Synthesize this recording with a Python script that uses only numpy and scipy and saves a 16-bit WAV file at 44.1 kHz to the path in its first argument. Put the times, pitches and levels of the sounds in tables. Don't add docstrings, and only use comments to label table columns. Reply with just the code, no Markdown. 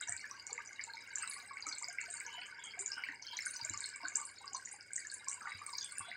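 import sys
import numpy as np
from scipy import signal
from scipy.fft import rfft, irfft
from scipy.io import wavfile
from scipy.ndimage import uniform_filter1d

SR = 44100
rng = np.random.default_rng(int(sys.argv[2]) if len(sys.argv) > 2 else 0)


def dump_mix(stems):
    frames = np.atleast_2d(stems).T
    limited = np.clip(frames, -1, 1)
    pcm = np.round(limited * 32767).astype(np.int16)
    wavfile.write(sys.argv[1], SR, pcm)


N = 271656


def undb(db):
    return 10 ** (np.asarray(db) / 20)


def unit(x):
    return x / np.sqrt(np.mean(x ** 2))


def colour_db(points, hz):
    f, db = np.transpose(points)
    return np.interp(np.log(hz + 1), np.log(f), db)


def coloured_noise(points):
    hz = np.arange(N // 2 + 1) * SR / N
    spectrum = rfft(rng.standard_normal(N)) * undb(colour_db(points, hz))
    return unit(irfft(spectrum, N))


def add(out, start_s, sound):
    i = max(int(start_s * SR), 0)
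    part = sound[:max(len(out) - i, 0)]
    out[i:i + len(part)] += part


def ring(hz, decay_s, rise_s, glide):
    t = np.arange(int((6.5 * decay_s + rise_s) * SR) + 4) / SR
    envelope = (1 - np.exp(-(t / rise_s) ** 2)) * np.exp(-t / decay_s)
    pitch = hz * (1 + glide * (np.tanh(t / decay_s / 2) - .5))
    cycles = np.cumsum(pitch) / SR + rng.random()
    return envelope / envelope.max() * np.sin(2 * np.pi * cycles)


def spatter(hz, per_s, length_s, spread_db, scatter):
    out = np.zeros(SR // 4)
    for late, strength, size in rng.random((int(per_s * length_s) + 2, 3)):
        delay = -length_s * np.log(1 - .95 * late)
        pitch = hz * (1 + scatter * (2 * size - 1))
        db = -spread_db * np.log(strength + 0.011) - 6 * late
        add(out, delay, undb(db) * ring(pitch, decay_s=7 / pitch, rise_s=3.5 / pitch, glide=0.06))
    return out / np.linalg.norm(out)


def bowl(sound, length_s, echo_db):
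    t = np.arange(int(5 * length_s * SR)) / SR
    echoes = rng.standard_normal(len(t)) * np.exp(-t / length_s)
    echoes /= np.linalg.norm(echoes)
    return sound + undb(echo_db) * signal.fftconvolve(sound, echoes)[:len(sound)]


DAMPING_PER_S, VISCOUS_PER_S = 105, 75.3
CLUSTER_DB, CLUSTER_DB_PER_OCTAVE = 4, 2.5
# time in seconds, level in dB before trim, middle pitch of the ring in Hz.
BIG_BUBBLES = [(0.012, -40, 1514), (0.086, -35, 1739), (0.091, -48, 710), (0.121, -33.5, 1880),
               (0.243, -34, 1728), (0.315, -44, 1111), (0.499, -50, 802), (0.523, -47, 462),
               (0.58, -30, 2076), (0.592, -40.5, 1203), (0.795, -28.5, 2060), (0.878, -48.5, 909),
               (0.942, -48.5, 906), (1.234, -37.5, 1272), (1.233, -35.5, 2010), (1.366, -45, 1127),
               (1.512, -40, 1117), (1.571, -32, 2164), (1.668, -35, 1267), (1.674, -55, 297),
               (1.826, -44.5, 1193), (1.888, -48, 710), (1.986, -24, 2150), (2.012, -31.5, 2220),
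               (2.085, -51, 690), (2.207, -32.5, 2204), (2.257, -56.5, 468), (2.276, -48.5, 927),
               (2.347, -48, 960), (2.383, -48, 720), (2.418, -33.5, 2560), (2.777, -47.5, 733),
               (2.807, -50, 384), (2.98, -34.5, 1440), (3.038, -23.5, 2164), (3.088, -28.5, 1896),
               (3.095, -53, 275), (3.334, -47, 954), (3.39, -27.5, 2096), (3.467, -31.5, 1537),
               (3.6, -49.5, 932), (3.655, -54.5, 638), (3.707, -54, 314), (3.743, -40.5, 1156),
               (4.035, -43.5, 1063), (4.037, -47.5, 710), (4.041, -52.5, 296), (4.053, -31, 1510),
               (4.157, -55.5, 438), (4.183, -44.5, 1123), (4.217, -40.5, 1160), (4.445, -43, 1123),
               (4.549, -35.5, 1031), (4.741, -50.5, 833), (4.675, -41.5, 2020), (4.98, -34.5, 1910),
               (5.05, -38.5, 1708), (5.275, -42, 1060), (5.419, -39.5, 1285), (5.457, -35.5, 1370),
               (5.473, -32.5, 1940), (5.474, -37.5, 1205), (5.52, -32, 2130), (5.618, -39, 1195),
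               (5.689, -44, 1130), (5.735, -44, 980), (6.009, -39, 1136), (6.087, -46.5, 709),
               (6.116, -32, 2034)]


def plops():
    out = np.zeros(N)
    for s, db, hz in BIG_BUBBLES:
        khz = hz / 1000
        decay_s = 1 / (DAMPING_PER_S + VISCOUS_PER_S * khz ** 2.7)
        glide = 70 / hz
        plop = ring(hz, decay_s, rise_s=decay_s, glide=glide)
        add(out, s - 0.859 * decay_s, undb(db - 3.0) * plop)

        crater_s = min(3 * decay_s, .009)
        crater = ring(hz * rng.uniform(0.92, 1.1), crater_s, rise_s=crater_s, glide=glide)
        add(out, s + decay_s * rng.uniform(1, 2.5), undb(db - 15.0) * crater)

        cluster_db = db + CLUSTER_DB + CLUSTER_DB_PER_OCTAVE * np.log2(khz)
        cluster = spatter(hz, per_s=330, length_s=.022, spread_db=1.0, scatter=0.284)
        add(out, s - .003, undb(cluster_db) * cluster)
    return out


STIR_DB, STIR_BUILD_S, STIR_SETTLE_S, STIR_BELOW_HZ = -25.5, 0.037, 0.013, 1500


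def stirring():
    t = np.arange(N) / SR
    gain = np.zeros(N)
    for s, db, hz in BIG_BUBBLES:
        if hz < STIR_BELOW_HZ:
            swell = np.exp(np.minimum((t - s) / STIR_BUILD_S, (s - t) / STIR_SETTLE_S))
            gain += undb(db + STIR_DB) * swell
    return gain


LONGEST_DECAY_S = 0.0069


def swarm(per_s, colour, cycles, spread_db, glide):
    out = np.zeros(N)
    lo, hi = colour[0][0], colour[-1][0]
    for when, size, strength, damping in rng.random((int(per_s * N / SR), 4)):
        hz = lo * (hi / lo) ** size
        stretch = 3 ** (2 * damping - 1)
        decay_s = min(cycles * stretch / hz, LONGEST_DECAY_S)
        db = colour_db(colour, hz) - spread_db * np.log(strength + .04)
        add(out, when * N / SR, undb(db) / np.sqrt(stretch) * ring(hz, decay_s, decay_s, glide))
    power = uniform_filter1d(out ** 2, size=SR // 10)
    power = uniform_filter1d(power, size=SR // 10)
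    return out / np.sqrt(power + 1e-9)


GURGLE_DB, FROTH_DB, SIZZLE_DB = -8, -5.5, -6.5
# time in seconds, then levels before trim of
# the gurgle of large bubbles in dB, the froth of small bubbles in dB, the sizzle of fat in dB.
BOIL_LEVELS = [(0.0, -65, -48, -58), (0.38, -59.5, -54.5, -63), (1.12, -63.5, -49.5, -61.5),
               (1.26, -55, -46.5, -52), (1.5, -64.5, -53.5, -62.5), (1.72, -61.5, -48.5, -55.5),
               (2.56, -57.5, -50, -62.5), (2.9, -61, -50, -65.5), (3.08, -56.5, -48.5, -63),
               (3.22, -65.5, -58.5, -68.5), (3.4, -64, -48.5, -51.5), (4.161, -57.5, -49.5, -63),
               (4.3, -62.5, -57.5, -61), (4.9, -74.5, -55, -69), (5.04, -67.5, -53.5, -59),
               (5.56, -58.5, -51.5, -61.5), (5.78, -60, -54.5, -54.5), (6.16, -62, -49.5, -71)]
# pitch in Hz, relative level in dB.
GURGLE_COLOUR = [(220, -16.5), (330, -29), (480, -13), (620, -21.5), (780, -12), (950, -6), (1150, 3.5),
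                 (1400, -5)]
# pitch in Hz, relative level in dB.
FROTH_COLOUR = [(1350, -5), (1620, 11), (1830, -4.5), (2200, 13), (2500, -1.5), (2900, 2), (3600, -40)]
# pitch in Hz, relative level in dB.
SIZZLE_COLOUR = [(3600, -19.5), (4300, -3.5), (4850, -4), (5400, -7), (6300, -6.5), (7250, 5), (8300, 1.5),
                 (9300, -9), (11500, -28.5), (15500, -14)]


def simmer():
    s, *columns = np.transpose(BOIL_LEVELS)
    gurgle_db, froth_db, sizzle_db = (np.interp(np.arange(N) / SR, s, c) for c in columns)
    gurgle = swarm(per_s=260, colour=GURGLE_COLOUR, cycles=6.05, spread_db=5.5, glide=0.049)
    froth = swarm(per_s=580, colour=FROTH_COLOUR, cycles=8.9, spread_db=6.0, glide=0.022)
    sizzle = swarm(per_s=520, colour=SIZZLE_COLOUR, cycles=5.9, spread_db=8.5, glide=0)
    bubbling = gurgle * (undb(gurgle_db + GURGLE_DB) + stirring())
    bubbling += froth * undb(froth_db + FROTH_DB)
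    frying = bowl(sizzle, length_s=0.0025, echo_db=2.5) * undb(sizzle_db + SIZZLE_DB)
    return bowl(bubbling, length_s=0.0051, echo_db=-8.5) + frying


def glance(sound, lag_s, echo_db):
    lag = int(lag_s * (.5 + rng.random()) * SR) + 1
    echo = undb(echo_db) * np.pad(sound, (lag, 0))[:len(sound)]
    return (sound + echo) / np.hypot(1, undb(echo_db))


CLICK_DECAY_S = 0.00041


def click():
    t = np.arange(SR // 100) / SR
    burst = rng.standard_normal(len(t)) * np.exp(-t / CLICK_DECAY_S)
    filtered = signal.lfilter(*signal.butter(2, [3000, 8500], "band", fs=SR), burst)
    return filtered / np.abs(filtered).max()


LEAD_RING_DB, LEAD_CLICK_DB, LEAD_S = -17.5, -28.5, 0.0034
# time in seconds, level in dB before trim, pitch in Hz, level of the spatter in dB before trim.
FAT_SPITS = [(0.012, -30.5, 7630, -66), (0.023, -43, 3800, -49), (0.0754, -36, 7080, -47),
             (0.0946, -25.5, 7900, -69), (0.1239, -25.5, 7630, -65), (0.1664, -30, 7700, -59),
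             (0.2128, -40, 5500, -59.5), (0.312, -34.5, 5850, -63), (0.468, -32.5, 7050, -52.5),
             (0.511, -51, 4160, -56), (0.53, -28, 7300, -69), (0.66, -43, 7240, -54),
             (0.8122, -39.5, 4860, -57), (0.839, -29.5, 7400, -69), (0.9365, -47, 4510, -51.5),
             (1.157, -25, 7200, -47), (1.1839, -28.5, 7500, -46), (1.2762, -31, 8045, -61.5),
             (1.2985, -34.5, 9130, -45), (1.3358, -37.5, 8900, -50), (1.341, -39, 4250, -62),
             (1.6246, -36.5, 4730, -62), (1.668, -31.5, 7100, -44), (1.688, -32, 6140, -50),
             (1.7255, -35, 4430, -49.5), (1.7842, -32, 7550, -54), (1.8253, -28.5, 7500, -70),
             (1.8438, -32.5, 5020, -70.5), (1.8854, -30, 6970, -68), (2.0146, -30, 7220, -71),
             (2.1032, -33, 7860, -45.5), (2.1408, -31, 8340, -46), (2.202, -30, 7900, -74),
             (2.265, -34.5, 6400, -58), (2.64, -37, 7770, -49), (2.7933, -31, 8102, -38),
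             (2.8612, -26, 6930, -44.5), (2.9188, -31.5, 5330, -45.5), (3.0397, -41, 4550, -62.5),
             (3.224, -38.5, 5920, -50), (3.268, -37, 5140, -53), (3.336, -46, 4700, -49.5),
             (3.37, -31, 6600, -49), (3.455, -31, 6900, -48), (3.461, -26, 8730, -45),
             (3.5104, -35, 8630, -50), (3.557, -45, 5140, -52), (3.614, -37, 4770, -50.5),
             (3.6496, -25, 7230, -62), (3.697, -26.5, 7150, -73), (3.737, -30.5, 7170, -72),
             (3.7757, -29, 6900, -65), (3.806, -25.5, 7800, -57), (3.8414, -34, 4140, -52),
             (3.8594, -29, 8050, -72), (3.8904, -32.5, 7830, -69), (3.961, -33, 7780, -61),
             (4.047, -42.5, 4500, -54), (4.084, -29.5, 7080, -51), (4.1571, -19.5, 7250, -41.5),
             (4.17, -21.5, 7640, -59), (4.215, -31, 7750, -68), (4.254, -33.5, 8930, -45.5),
             (4.4786, -35.5, 5000, -64), (4.5333, -32, 6990, -42.5), (4.553, -38.5, 4760, -52),
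             (4.568, -36, 8360, -58), (4.651, -43, 6830, -45), (4.714, -40, 8120, -45.5),
             (4.8093, -39, 5090, -68), (4.9343, -27.5, 7920, -72), (4.9592, -28, 6940, -55),
             (4.9632, -22, 7780, -52), (4.9755, -33, 7560, -46), (5.0704, -34.5, 7100, -71),
             (5.1003, -40.5, 4460, -59), (5.1164, -33, 8080, -45), (5.1444, -33.5, 7400, -53.5),
             (5.285, -24, 7300, -42), (5.296, -27.5, 8180, -52.5), (5.315, -29, 7900, -56),
             (5.3305, -29.5, 7460, -65), (5.344, -30.5, 7830, -70), (5.6652, -29.5, 8500, -57),
             (5.735, -37.5, 4750, -60), (5.7532, -34, 4840, -62), (5.7831, -30.5, 5670, -41.5),
             (5.8282, -36, 6260, -59), (5.8457, -31.5, 8400, -51), (5.9224, -36, 8440, -49),
             (5.9839, -25, 9000, -55), (5.995, -27.5, 8700, -48.5)]


def spits(top_hz):
    out, clicks = np.zeros(N), np.zeros(N)
    for s, db, hz, spatter_db in FAT_SPITS:
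        spray = spatter(hz, per_s=300, length_s=.026, spread_db=7.5, scatter=0.19)
        spray = bowl(spray, length_s=0.0052, echo_db=-10.5)
        burst = undb(spatter_db + 25.5) * glance(spray, lag_s=.0009, echo_db=0.5)
        decay_s = 0.00029 * (7500 / hz) ** 2
        add(burst, .0025, undb(db - .5) * ring(hz, decay_s, rise_s=.001, glide=0))
        add(out, s - .003, bowl(burst, length_s=0.0043, echo_db=-8.0))

        lead_ring = ring(hz * rng.uniform(0.813, 1.13), decay_s, rise_s=0.00072, glide=0)
        add(out, s - LEAD_S, undb(db + LEAD_RING_DB) * lead_ring)
        add(clicks, s - LEAD_S, undb(db + LEAD_CLICK_DB) * click())
    rounded = signal.sosfilt(signal.butter(10, top_hz, fs=SR, output="sos"), out)
    return clicks + rounded


RUSH_DB = -12.5
FLAP_HZ, FLAP_DEPTH = 190.4, 0.46
# start in seconds, length in seconds, first pitch in Hz,
# last pitch in Hz, width in Hz that scales the waver, level in dB before trim and fades.
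STEAM_GAPS = [(1.165, 0.14, 2850, 2670, 466, -49.5), (2.259, 0.24, 2885, 3063, 93.5, -48),
              (2.583, 0.16, 3510, 3160, 320, -50), (2.903, 0.21, 2856, 2954, 109, -51),
              (3.234, 0.16, 3134, 3225, 358, -48), (4.337, .13, 3820, 3890, 40, -63),
              (5.453, 0.082, 2720, 2530, 130, -59), (5.462, .13, 3830, 3890, 110, -57.5),
              (5.799, 0.11, 3500, 3410, 172, -49), (5.946, 0.11, 2616, 2695, 71, -54),
              (6.005, .12, 3240, 3510, 110, -53.5), (6.043, 0.11, 3970, 3938, 200, -56)]


def wheezes():
    out = np.zeros(N)
    for s, length, first_hz, last_hz, width_hz, db in STEAM_GAPS:
        u = np.linspace(0, 1, int(length * SR))
        noise = rng.standard_normal((2, SR // 2))
        slow = signal.lfilter(*signal.butter(2, 70, fs=SR), noise)
        waver, sputter = (unit(v[-len(u):]) for v in slow)

        pitch = first_hz + (last_hz - first_hz) * np.sqrt(u) + 0.22 * width_hz * waver
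        flap_cycles = np.cumsum(FLAP_HZ * (1 + 0.11 * sputter)) / SR
        flap = 1 + FLAP_DEPTH * np.sin(2 * np.pi * flap_cycles)
        whistle = unit(flap * np.sin(2 * np.pi * np.cumsum(pitch) / SR))

        band = signal.butter(2, [0.863 * first_hz, 0.91 * first_hz], "band", fs=SR)
        rush = unit(signal.lfilter(*band, rng.standard_normal(len(u))))
        steam = unit(undb(3.7 * sputter) * (whistle + undb(RUSH_DB) * rush))
        add(out, s, undb(db - 4.5) * steam * np.sin(np.pi * u))
    return out


# time in seconds, level in dB before trim, middle pitch of the lower ring in Hz.
STEAM_POCKETS = [(0.093, -50.5, 107.6), (0.133, -56, 86), (3.622, -53.5, 119.7), (3.703, -45.5, 99),
                 (3.754, -51.5, 105.4), (5.548, -49.5, 94.5), (6.002, -50.5, 100.5)]


def thuds():
    out = np.zeros(N)
    for s, db, hz in STEAM_POCKETS:
        add(out, s - .004, undb(db - 5.0) * ring(hz, decay_s=0.025, rise_s=0.0046, glide=0.032))
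        add(out, s, undb(db - 11.0) * ring(2.27 * hz, decay_s=0.0055, rise_s=0.0031, glide=0.34))
    return out


def pinpricks(per_s, spread_db, db):
    out = np.zeros(N)
    for when, strength in rng.random((int(per_s * N / SR), 2)):
        click_db = db - spread_db * np.log(strength + 0.037)
        add(out, when * N / SR, undb(click_db) * click())
    return out


# frequency in Hz, relative density in dB per Hz.
FIZZ_COLOUR = [(300, -6), (800, 1), (2400, 22.5), (3600, -8), (4600, -9), (8300, -9), (9700, -19),
               (11000, -43.5), (16000, -45)]


def fizz(db, flicker_db, follow):
    hiss = coloured_noise(FIZZ_COLOUR)
    s, _, froth_db, _ = np.transpose(BOIL_LEVELS)
    swell_db = follow * np.interp(np.arange(N) / SR, s, froth_db - froth_db.mean())
    flicker = unit(signal.lfilter(*signal.butter(2, 60, fs=SR), rng.standard_normal(N)))
    return hiss * undb(db + swell_db + flicker_db * flicker)


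def singing(hz, width_hz, db):
    resonance = signal.iirpeak(hz, hz / width_hz, fs=SR)
    return undb(db) * unit(signal.lfilter(*resonance, rng.standard_normal(N)))


# frequency in Hz, time to fall by 60 dB in seconds, relative level in dB.
WOK_MODES = [(935, 0.091, 3.5), (1118, 0.37, -2), (1180, 0.27, -6), (1623, 0.089, -3.5), (2190, 0.12, -7.5),
             (4273, 0.1, 9), (4785, 0.075, 13.5), (6075, 0.072, 12.5), (7330, 0.021, 14), (8310, 0.047, 13)]


def surroundings(x, t60_s, room_db, wok_db, echo_s, echo_db):
    t = np.arange(SR // 2) / SR
    tail = rng.standard_normal(len(t)) * 1000 ** (-t / t60_s)
    wok = sum(undb(db) * np.cos(2 * np.pi * hz * t) * 1000 ** (-t / t60) for hz, t60, db in WOK_MODES)
    response = undb(room_db) * tail / np.linalg.norm(tail)
    response += undb(wok_db) * wok / np.linalg.norm(wok)
    response[int(echo_s * SR)] += undb(echo_db)
    return x + signal.fftconvolve(x, response)[:N]


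AIR_DB, HUM_HZ, HUM_DB = -73.5, 102, -82
# frequency in Hz, relative density in dB per Hz.
AIR_COLOUR = [(25, -28), (50, -3.5), (75, 2), (150, -0.5), (500, 0.5), (1500, -23), (4000, -26),
              (9000, -19), (12000, -36)]


def kitchen():
    air = coloured_noise(AIR_COLOUR)
    hum = np.sin(2 * np.pi * HUM_HZ * np.arange(N) / SR)
    return undb(AIR_DB) * air + undb(HUM_DB) * unit(hum)


def scene():
    pot = plops() + simmer() + spits(top_hz=10700) + wheezes()
    pot += pinpricks(per_s=80, spread_db=5.5, db=-65.5) + fizz(db=-72.0, flicker_db=4.0, follow=1.0)
    heard = surroundings(pot, t60_s=0.21, room_db=-6.0, wok_db=-13.5, echo_s=0.01, echo_db=-14.0)
    return (heard + thuds() + singing(hz=4840, width_hz=30, db=-71.5) + kitchen())[None]


LOW_CUT_HZ, TOP_HZ = 30, 15800


def record(dry):
    thin = signal.sosfilt(signal.butter(2, LOW_CUT_HZ, "high", fs=SR, output="sos"), dry)
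    return signal.sosfilt(signal.ellip(8, .2, 70, TOP_HZ, fs=SR, output="sos"), thin)


dry = scene()
out = record(dry)
dump_mix(out)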